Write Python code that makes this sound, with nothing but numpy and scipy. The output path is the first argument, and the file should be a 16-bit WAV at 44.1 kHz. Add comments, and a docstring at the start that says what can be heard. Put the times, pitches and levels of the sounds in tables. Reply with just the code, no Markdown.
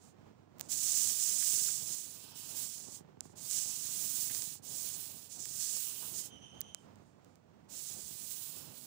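"""In a quiet, faintly humming room a cat purrs in and out, with a pulsing nose hiss on each out-breath.
A hand starts stroking it, and fur and skin brush right against the right microphone port: each stroke
is a hiss of countless tiny slips, with sharp ticks and soft bumps where the contact catches.
Near 5.7 s the cat lifts its head and sniffs with a thin whistle, and purr and strokes pause.
From 7.7 s come one last light stroke and one more breath of purring."""
import sys
import numpy as np
from scipy import signal
from scipy.fft import rfft, irfft, next_fast_len
from scipy.io import wavfile

SR = 44100
rng = np.random.default_rng(int(sys.argv[2]) if len(sys.argv) > 2 else 0)


def store_pcm(level_fs):
    """Save levels as 16-bit WAV."""
    pcm = np.round(np.clip(level_fs, -1, 1) * 32767).astype(np.int16)
    wavfile.write(sys.argv[1], SR, np.atleast_2d(pcm).T)


N = 390726


def from_db(db):
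    """Decibels to gain."""
    return 10 ** (np.asarray(db) / 20)


def rms_one(x):
    """Scale to an rms of 1."""
    return x / np.sqrt(np.mean(x ** 2) + 1e-20)


def seconds():
    """The time of every sample."""
    return np.arange(N) / SR


def at_hz(points, hz):
    """Read an EQ curve on a log-frequency axis."""
    point_hz, value = np.transpose(points)
    return np.interp(np.log(hz + 1), np.log(point_hz), value)


def equalise(x, gain):
    """Filter by a gain given as a function of frequency."""
    size = next_fast_len(N)
    hz = np.arange(size // 2 + 1) * SR / size
    return irfft(rfft(x, size) * gain(hz), size)[..., :N]


def drift(rate_hz):
    """Smooth random modulation with an rms of 1."""
    return rms_one(equalise(rng.standard_normal(N), lambda f: 1 / (1 + (f / rate_hz) ** 2)))


def resonate(x, hz, width_hz):
    """A two-pole resonance applied twice, for steep skirts; gain 1 at the peak."""
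    r = np.exp(-np.pi * width_hz / SR)
    b = (1 - r * r) / 2 * np.array([1, 0, -1])
    a = [1, -2 * r * np.cos(2 * np.pi * hz / SR), r * r]
    return signal.lfilter(b, a, signal.lfilter(b, a, x + 1e-18))


def cavity(x, modes):
    """Parallel resonances with alternating polarity; rms 1."""
    rings = [(-1) ** k * from_db(db) * resonate(x, hz, width) for k, (hz, width, db) in enumerate(modes)]
    return rms_one(sum(rings))


def reverberate(x, t60_s, wet_db):
    """Direct sound plus a diffuse tail, unrelated at the two ports."""
    t = np.arange(SR // 2) / SR
    tails = rng.standard_normal((2, len(t))) * from_db(-60 * t / t60_s)
    tails *= from_db(wet_db) / np.sqrt(np.sum(tails ** 2, axis=1, keepdims=True))
    wet = signal.fftconvolve(x[None], tails, axes=1)[:, :N]
    return (x + wet) / np.sqrt(1 + from_db(wet_db) ** 2)


# EQ of the room tone: frequency_hz, gain_db
ROOM_EQ = [(25, -26.5), (52, -25), (75, -6.5), (95, -6.5), (125, -1.5), (220, -2), (400, -7.5), (600, -10),
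           (1000, -14.5), (2000, -24.5), (4000, -31.5), (7000, -32.5), (13000, -49.5), (15300, -30.5)]
# Its lean to the right: frequency_hz, left_minus_right_db
ROOM_PAN = [(60, -7), (200, -7.5), (400, -11), (650, -18.5), (1300, -16), (2400, -6.5), (15000, -8.5)]
# Its width, mono in the bass and open above: frequency_hz, left_right_correlation
ROOM_CORRELATION = [(60, 1), (130, 0.82), (290, 0.67), (640, 0.22), (1400, 0), (3000, 0)]
def room_tone(level_db=-58.5, swell_db=2.4, hum_hz=94.5, hum_db=-70.5):
    """A soft, swelling rumble of air with a faint appliance hum, shared by both ports in the bass."""
    common, left_only = rng.standard_normal((2, N))
    right_eq = lambda f: from_db(at_hz(ROOM_EQ, f))
    left_eq = lambda f: right_eq(f) * from_db(at_hz(ROOM_PAN, f))
    alike = lambda f: at_hz(ROOM_CORRELATION, f)
    right = equalise(common, right_eq)
    left = equalise(common, lambda f: left_eq(f) * alike(f))
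    left += equalise(left_only, lambda f: left_eq(f) * np.sqrt(1 - alike(f) ** 2))
    hum = from_db(hum_db) * np.sin(2 * np.pi * hum_hz * seconds() + drift(1.2))
    air = np.array([left, right]) / np.std(right) * from_db(level_db + swell_db * drift(5.3))
    return air + hum * from_db([[at_hz(ROOM_PAN, hum_hz)], [0]])


# Breaths of the purr, in and then out: start_s, turn_s, end_s, throat_db, nose_db
PURR_BREATHS = [(0.102, 0.78, 1.33, -63.5, -59), (1.448, 2.124, 2.67, -60, -57.5),
                (2.758, 3.5, 4.0, -60, -59), (4.099, 4.794, 5.2, -60.5, -63),
                (5.299, 5.753, 6.1, -64.5, -59), (7.776, 8.298, 8.74, -62.5, -60.5)]
# Warm resonances of chest and throat: centre_hz, width_hz, gain_db
CHEST_MODES = [(92, 29, 2.5), (144, 66, 5.5), (236, 190, -2.5), (397, 107, 0.5), (804, 290, -15.5)]
# Airy resonances of the nose: centre_hz, width_hz, gain_db
NOSE_MODES = [(895, 780, -5), (1600, 510, -22), (2670, 700, 0.5), (3080, 1600, -5.5), (4560, 1600, -5),
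              (5440, 910, -1), (7730, 1200, -24.5)]
def purr(in_pulse_hz=24.2, out_pulse_hz=26.0, rest_s=0.1, fade_s=0.053, uneven_db=2.3,
         snap=29.0, puff_t60_s=0.04, click_db=-15, spurt_t60_s=0.038, steady_air=0.313):
    """Each opening of the glottis thumps the chest and, breathing out, spurts air through the nose."""
    throat, nose = np.zeros((2, N))
    halves = []
    for start, turn, end, throat_db, nose_db in PURR_BREATHS:
        # breathing in, the nose is almost silent; breathing out, the throat is softer
        halves.append((start, turn - rest_s - start, in_pulse_hz, throat_db, nose_db - 32))
        halves.append((turn, end - turn, out_pulse_hz, throat_db - 3, nose_db))
    for start, length, pulse_hz, throat_db, nose_db in halves:
        t = np.arange(int(length * SR)) / SR
        span = slice(int(start * SR), int(start * SR) + len(t))
        pulse = (t * pulse_hz).astype(int)
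        since_opening = t - pulse / pulse_hz
        openings = np.diff(pulse, prepend=0)
        strength = from_db(uneven_db * rng.standard_normal(SR // 100))[pulse]
        fade = np.clip(np.minimum(t, length - t) / fade_s, 0, 1)
        throat_air, nose_air = rng.standard_normal((2, SR))[:, :len(t)]
        # each puff dies before the next, so the pulses stay distinct
        thumps = snap * openings + throat_air * from_db(-60 * since_opening / puff_t60_s)
        spurts = nose_air * (steady_air + strength * from_db(-60 * since_opening / spurt_t60_s))
        clicks = rms_one(resonate(openings * strength * fade, hz=648, width_hz=1000))
        chest = cavity(thumps * strength * fade, CHEST_MODES)
        throat[span] += from_db(throat_db) * (chest + from_db(click_db) * clicks)
        nose[span] += from_db(nose_db) * cavity(spurts * fade, NOSE_MODES)
    return throat, nose


# Partials of the nose whistle: harmonic_number, gain_db
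WHISTLE_PARTIALS = [(1, -3), (2, -8.5), (3, -17)]
def sniffs(start_s=5.706, count=9, every_s=0.1175, length_s=0.147, settle_s=0.33, fall=0.0345,
           rasp=0.058, shimmer_db=5.0, attack_s=0.0071, fade_db_per_s=34.0, uneven_db=4.7):
    """Each sniff whistles in the nose and sinks a little; turbulence makes the note harsh."""
    # the run starts low and hoarse, then settles: pitch_hz, level_db, roughness
    hoarse, settled = np.array([2830, -54, 1.03]), np.array([3080, -57, 0.49])
    out, waver, shimmer = np.zeros(N), drift(580), drift(270)
    t = np.arange(int(length_s * SR)) / SR
    envelope = np.minimum(t / attack_s, 1) * np.sqrt(1 - t / length_s) * from_db(-fade_db_per_s * t)
    for elapsed in every_s * np.arange(count):
        hz, db, roughness = settled + (hoarse - settled) * np.exp(-elapsed / settle_s)
        onset = int((start_s + elapsed) * SR)
        span = slice(onset, onset + len(t))
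        pitch_hz = hz * (1 + fall * (.5 - t / length_s) + rasp * roughness * waver[span])
        phase = 2 * np.pi * np.cumsum(pitch_hz) / SR
        tone = sum(from_db(gain_db) * np.sin(round(k) * phase) for k, gain_db in WHISTLE_PARTIALS)
        whistle = rms_one(tone * envelope * from_db(shimmer_db * shimmer[span]))
        out[span] += from_db(db + uneven_db * rng.standard_normal()) * whistle
    return out


# Soft bumps and scuffs of the hand: start_s, level_db, centre_hz, t60_s
HAND_BUMPS = [(0.605, -46.5, 563, 0.055), (0.925, -54, 460, 0.077), (1.425, -43.5, 1700, 0.044),
              (1.683, -43.5, 1530, .05), (4.297, -45, 2054, 0.11), (5.768, -43.5, 500, 0.034),
              (5.768, -26, 6600, 0.019), (6.025, -51, 890, 0.18), (6.747, -35.5, 670, 0.0099),
              (8.02, -59.5, 62, .5)]
def bumps():
    """The hand nudges the housing: a short burst without a pitch."""
    out, t = np.zeros(N), np.arange(SR // 3) / SR
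    for start_s, db, hz, t60_s in HAND_BUMPS:
        burst = rms_one(resonate(rng.standard_normal(len(t)), hz, width_hz=hz))
        onset = int(start_s * SR)
        out[onset:onset + len(t)] += from_db(db - 60 * t / t60_s) * burst
    return out


# Sharp catches of the contact: time_s, snap_db, fizz_over_snap_db
CATCHES = [(0.585, -48, 2), (0.5971, -35, 5), (0.6066, -35, -3), (0.611, -20, -5), (1.412, -25, -9),
           (2.781, -29, -19), (2.84, -36, -18), (3.2077, -18.5, -27.5), (3.512, -14.5, -32),
           (4.349, -17, -20), (4.4221, -19, -20), (5.057, -28, -22), (5.456, -23.5, -7), (6.608, -49, 32),
           (6.6152, -22, -26), (6.7475, -19.5, -20), (6.9582, -47.5, -14), (7.2473, -48, -7),
           (7.3569, -48, -7)]
# The port's four resonances (knock, body, snap, fizz): centre_hz, width_hz
PORT_MODES = [(1600, 1700), (3600, 3300), (7200, 3700), (15100, 1700)]
def ticks(trim_db=1.0, lead_s=0.00027, body_offset_db=-7.5, body_per_fizz=0.44, knock_offset_db=-6.0):
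    """A catch is one click into the port's short resonances; more fizz brings more body."""
    time_s, snap_db, fizz_db = np.transpose(CATCHES)
    body_db = snap_db + body_offset_db + body_per_fizz * fizz_db
    peaks_db = [body_db + knock_offset_db, body_db, snap_db, snap_db + fizz_db]
    onsets = np.round((time_s - lead_s) * SR).astype(int)
    out = np.zeros(N)
    for k, ((hz, width_hz), peak_db) in enumerate(zip(PORT_MODES, peaks_db)):
        clicks = np.zeros(N)
        clicks[onsets] = from_db(peak_db + trim_db)
        ring_peak = np.abs(resonate(signal.unit_impulse(SR // 100), hz, width_hz)).max()
        out += (-1) ** k * resonate(clicks, hz, width_hz) / ring_peak
    return out


# One envelope per stroke, from landing to lift-off: time_s, hiss_db, fizz_over_hiss_db
STROKE_ENVELOPES = [
    [(0.722, -39.5, -5.5), (0.906, -35, -7.5), (1.182, -39.5, -4), (1.208, -35.5, -8.5),
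     (1.526, -34.5, -4.5), (1.702, -37.5, -8), (1.858, -46.5, -6.5), (1.924, -43, -6), (2.208, -59.5, 2),
     (2.31, -60.5, 1)],
    [(2.375, -54, 2), (2.543, -51.5, -2), (2.573, -45.5, 0.5), (2.845, -51.5, -9), (2.869, -55.5, -12),
     (2.961, -51.5, -6), (2.97, -54.5, -6)],
    [(3.39, -51.5, -7), (3.45, -49.5, 0.5), (3.548, -39, -7), (3.702, -43.5, -8.5), (3.722, -46, -5),
     (4.126, -43, 1), (4.444, -46.5, 0.5), (4.546, -53, 1), (4.56, -54, -5)],
    [(4.655, -53.5, -3), (4.767, -44, -4), (4.843, -46, 1), (4.967, -47.5, -3), (4.975, -54, 6.5),
     (5.253, -61.5, 1.5), (5.27, -64, 3)],
    [(5.325, -48.5, -9), (5.381, -56, -6), (5.407, -45.5, -12), (5.505, -48, -5), (5.749, -37.5, -6),
     (5.811, -46, 2.5), (6.125, -53.5, 5.5), (6.165, -41, -8), (6.199, -39.5, -6), (6.229, -50, -6),
     (6.255, -48.5, -3)],
    [(7.722, -51.5, -6), (7.794, -48.5, -2.5), (8.082, -51, -2), (8.11, -55, 3.5), (8.296, -51.5, 2.5),
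     (8.434, -54.5, 6.5), (8.692, -63.5, 4.5), (8.85, -60.5, 5)],
]
# Light grazes between the strokes, each one smooth swell: middle_s, length_s, hiss_db
GRAZE_SWELLS = [(0.062, 0.17, -64.5), (0.647, 0.16, -63.5), (3.255, 0.1, -64), (3.31, 0.088, -66),
                (6.807, 0.17, -76), (7.056, 0.3, -81), (7.3, 0.3, -84)]
def hand_contact(landing_s=0.038, lifting_s=0.066, graze_fizz_db=-13):
    """Envelopes of the hiss and its share of fizz, in dB: both follow the hand's speed and pressure."""
    t = seconds()
    hiss_power, fizz_power = 1e-14, 1e-16
    for stroke in STROKE_ENVELOPES:
        time_s, hiss_db, fizz_db = np.transpose(stroke)
        landing = np.clip(1 + (t - time_s[0]) / landing_s, 0, 1)
        lifting = np.clip(1 - (t - time_s[-1]) / lifting_s, 0, 1) ** 2
        hiss = landing * lifting * from_db(np.interp(t, time_s, hiss_db))
        hiss_power += hiss ** 2
        fizz_power += (hiss * from_db(np.interp(t, time_s, fizz_db))) ** 2
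    for middle_s, length_s, hiss_db in GRAZE_SWELLS:
        hiss = from_db(hiss_db) * np.cos(np.pi * np.clip((t - middle_s) / length_s, -.5, .5)) ** 2
        hiss_power += hiss ** 2
        fizz_power += (hiss * from_db(graze_fizz_db)) ** 2
    return 10 * np.log10(hiss_power), 10 * np.log10(fizz_power / hiss_power)


# The colour that the port gives the rubbing, before its bands are balanced: frequency_hz, gain_db
PORT_EQ = [(330, -42.5), (450, -18.5), (580, -41.5), (1200, -26), (2000, -22.5), (3000, -15.5),
           (4000, -11.5), (5300, -7.5), (6600, -2.5), (7400, -0.5), (8700, -4.5), (10200, -6),
           (12000, -11.5), (13800, -13.5), (14700, -2), (15400, 0)]
def fur_rubbing(slips_per_s=24000, size_spread_db=4.0, flutter_db=0.06, grip_db=1.18, patchy_db=0.86,
                trim_db=4.5, ordinary_stroke_db=-47, port_top_hz=15550):
    """Hairs slip one by one; the port colours the dense clicks, and the contact shifts their balance."""
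    hiss_db, fizz_db = hand_contact()
    sizes = from_db(size_spread_db * rng.standard_normal(N)) * rng.choice([-1, 1], N)
    slipping = rng.random(N) < slips_per_s / SR
    slips = sizes * slipping * from_db(flutter_db * drift(35) + grip_db * drift(8.9))
    # body rises with fizz, but pressing harder favours the hiss
    body_db = -8.5 + 0.4 * fizz_db - 0.25 * (hiss_db - ordinary_stroke_db)
    # a lighter contact lifts the upper hiss along with the fizz
    sheen_db = -3.5 + 0.58 * fizz_db
    bands = [(300, 5000, body_db), (5000, 8400, 0), (8400, 11000, sheen_db), (11000, 20000, fizz_db)]
    highpass = lambda f, hz: 1 / (1 + (hz / (f + 1)) ** 12)
    port = lambda f: from_db(at_hz(PORT_EQ, f)) / (1 + (f / port_top_hz) ** 200)
    rub = np.zeros(N)
    for low_hz, high_hz, band_db in bands:
        band = equalise(slips, lambda f: port(f) * (highpass(f, low_hz) - highpass(f, high_hz)))
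        rub += from_db(band_db + patchy_db * drift(47)) * rms_one(band)
    return from_db(hiss_db + trim_db) * rub


def scene(touch_left_db=-57.0, cat_left_db=-8.5, right_lag_s=0.00114):
    """The touch barely reaches the left port; airborne sound reaches it weaker but a little earlier."""
    touch = (fur_rubbing() + ticks() + bumps()) * from_db([[touch_left_db], [0]])
    throat, nose = purr()
    cat = throat + reverberate(nose + sniffs(), t60_s=0.32, wet_db=8.5)
    left, right = cat * from_db([[cat_left_db], [0]]) + room_tone()
    t = seconds()
    late_right = np.interp(t - right_lag_s, t, right)
    return touch + np.array([left, late_right])


def record(dry, cutoff_hz=15750):
    """A steep high cut on the whole mix."""
    return equalise(dry, lambda f: 1 / (1 + (f / cutoff_hz) ** 130))


dry = scene()
out = record(dry)
store_pcm(out)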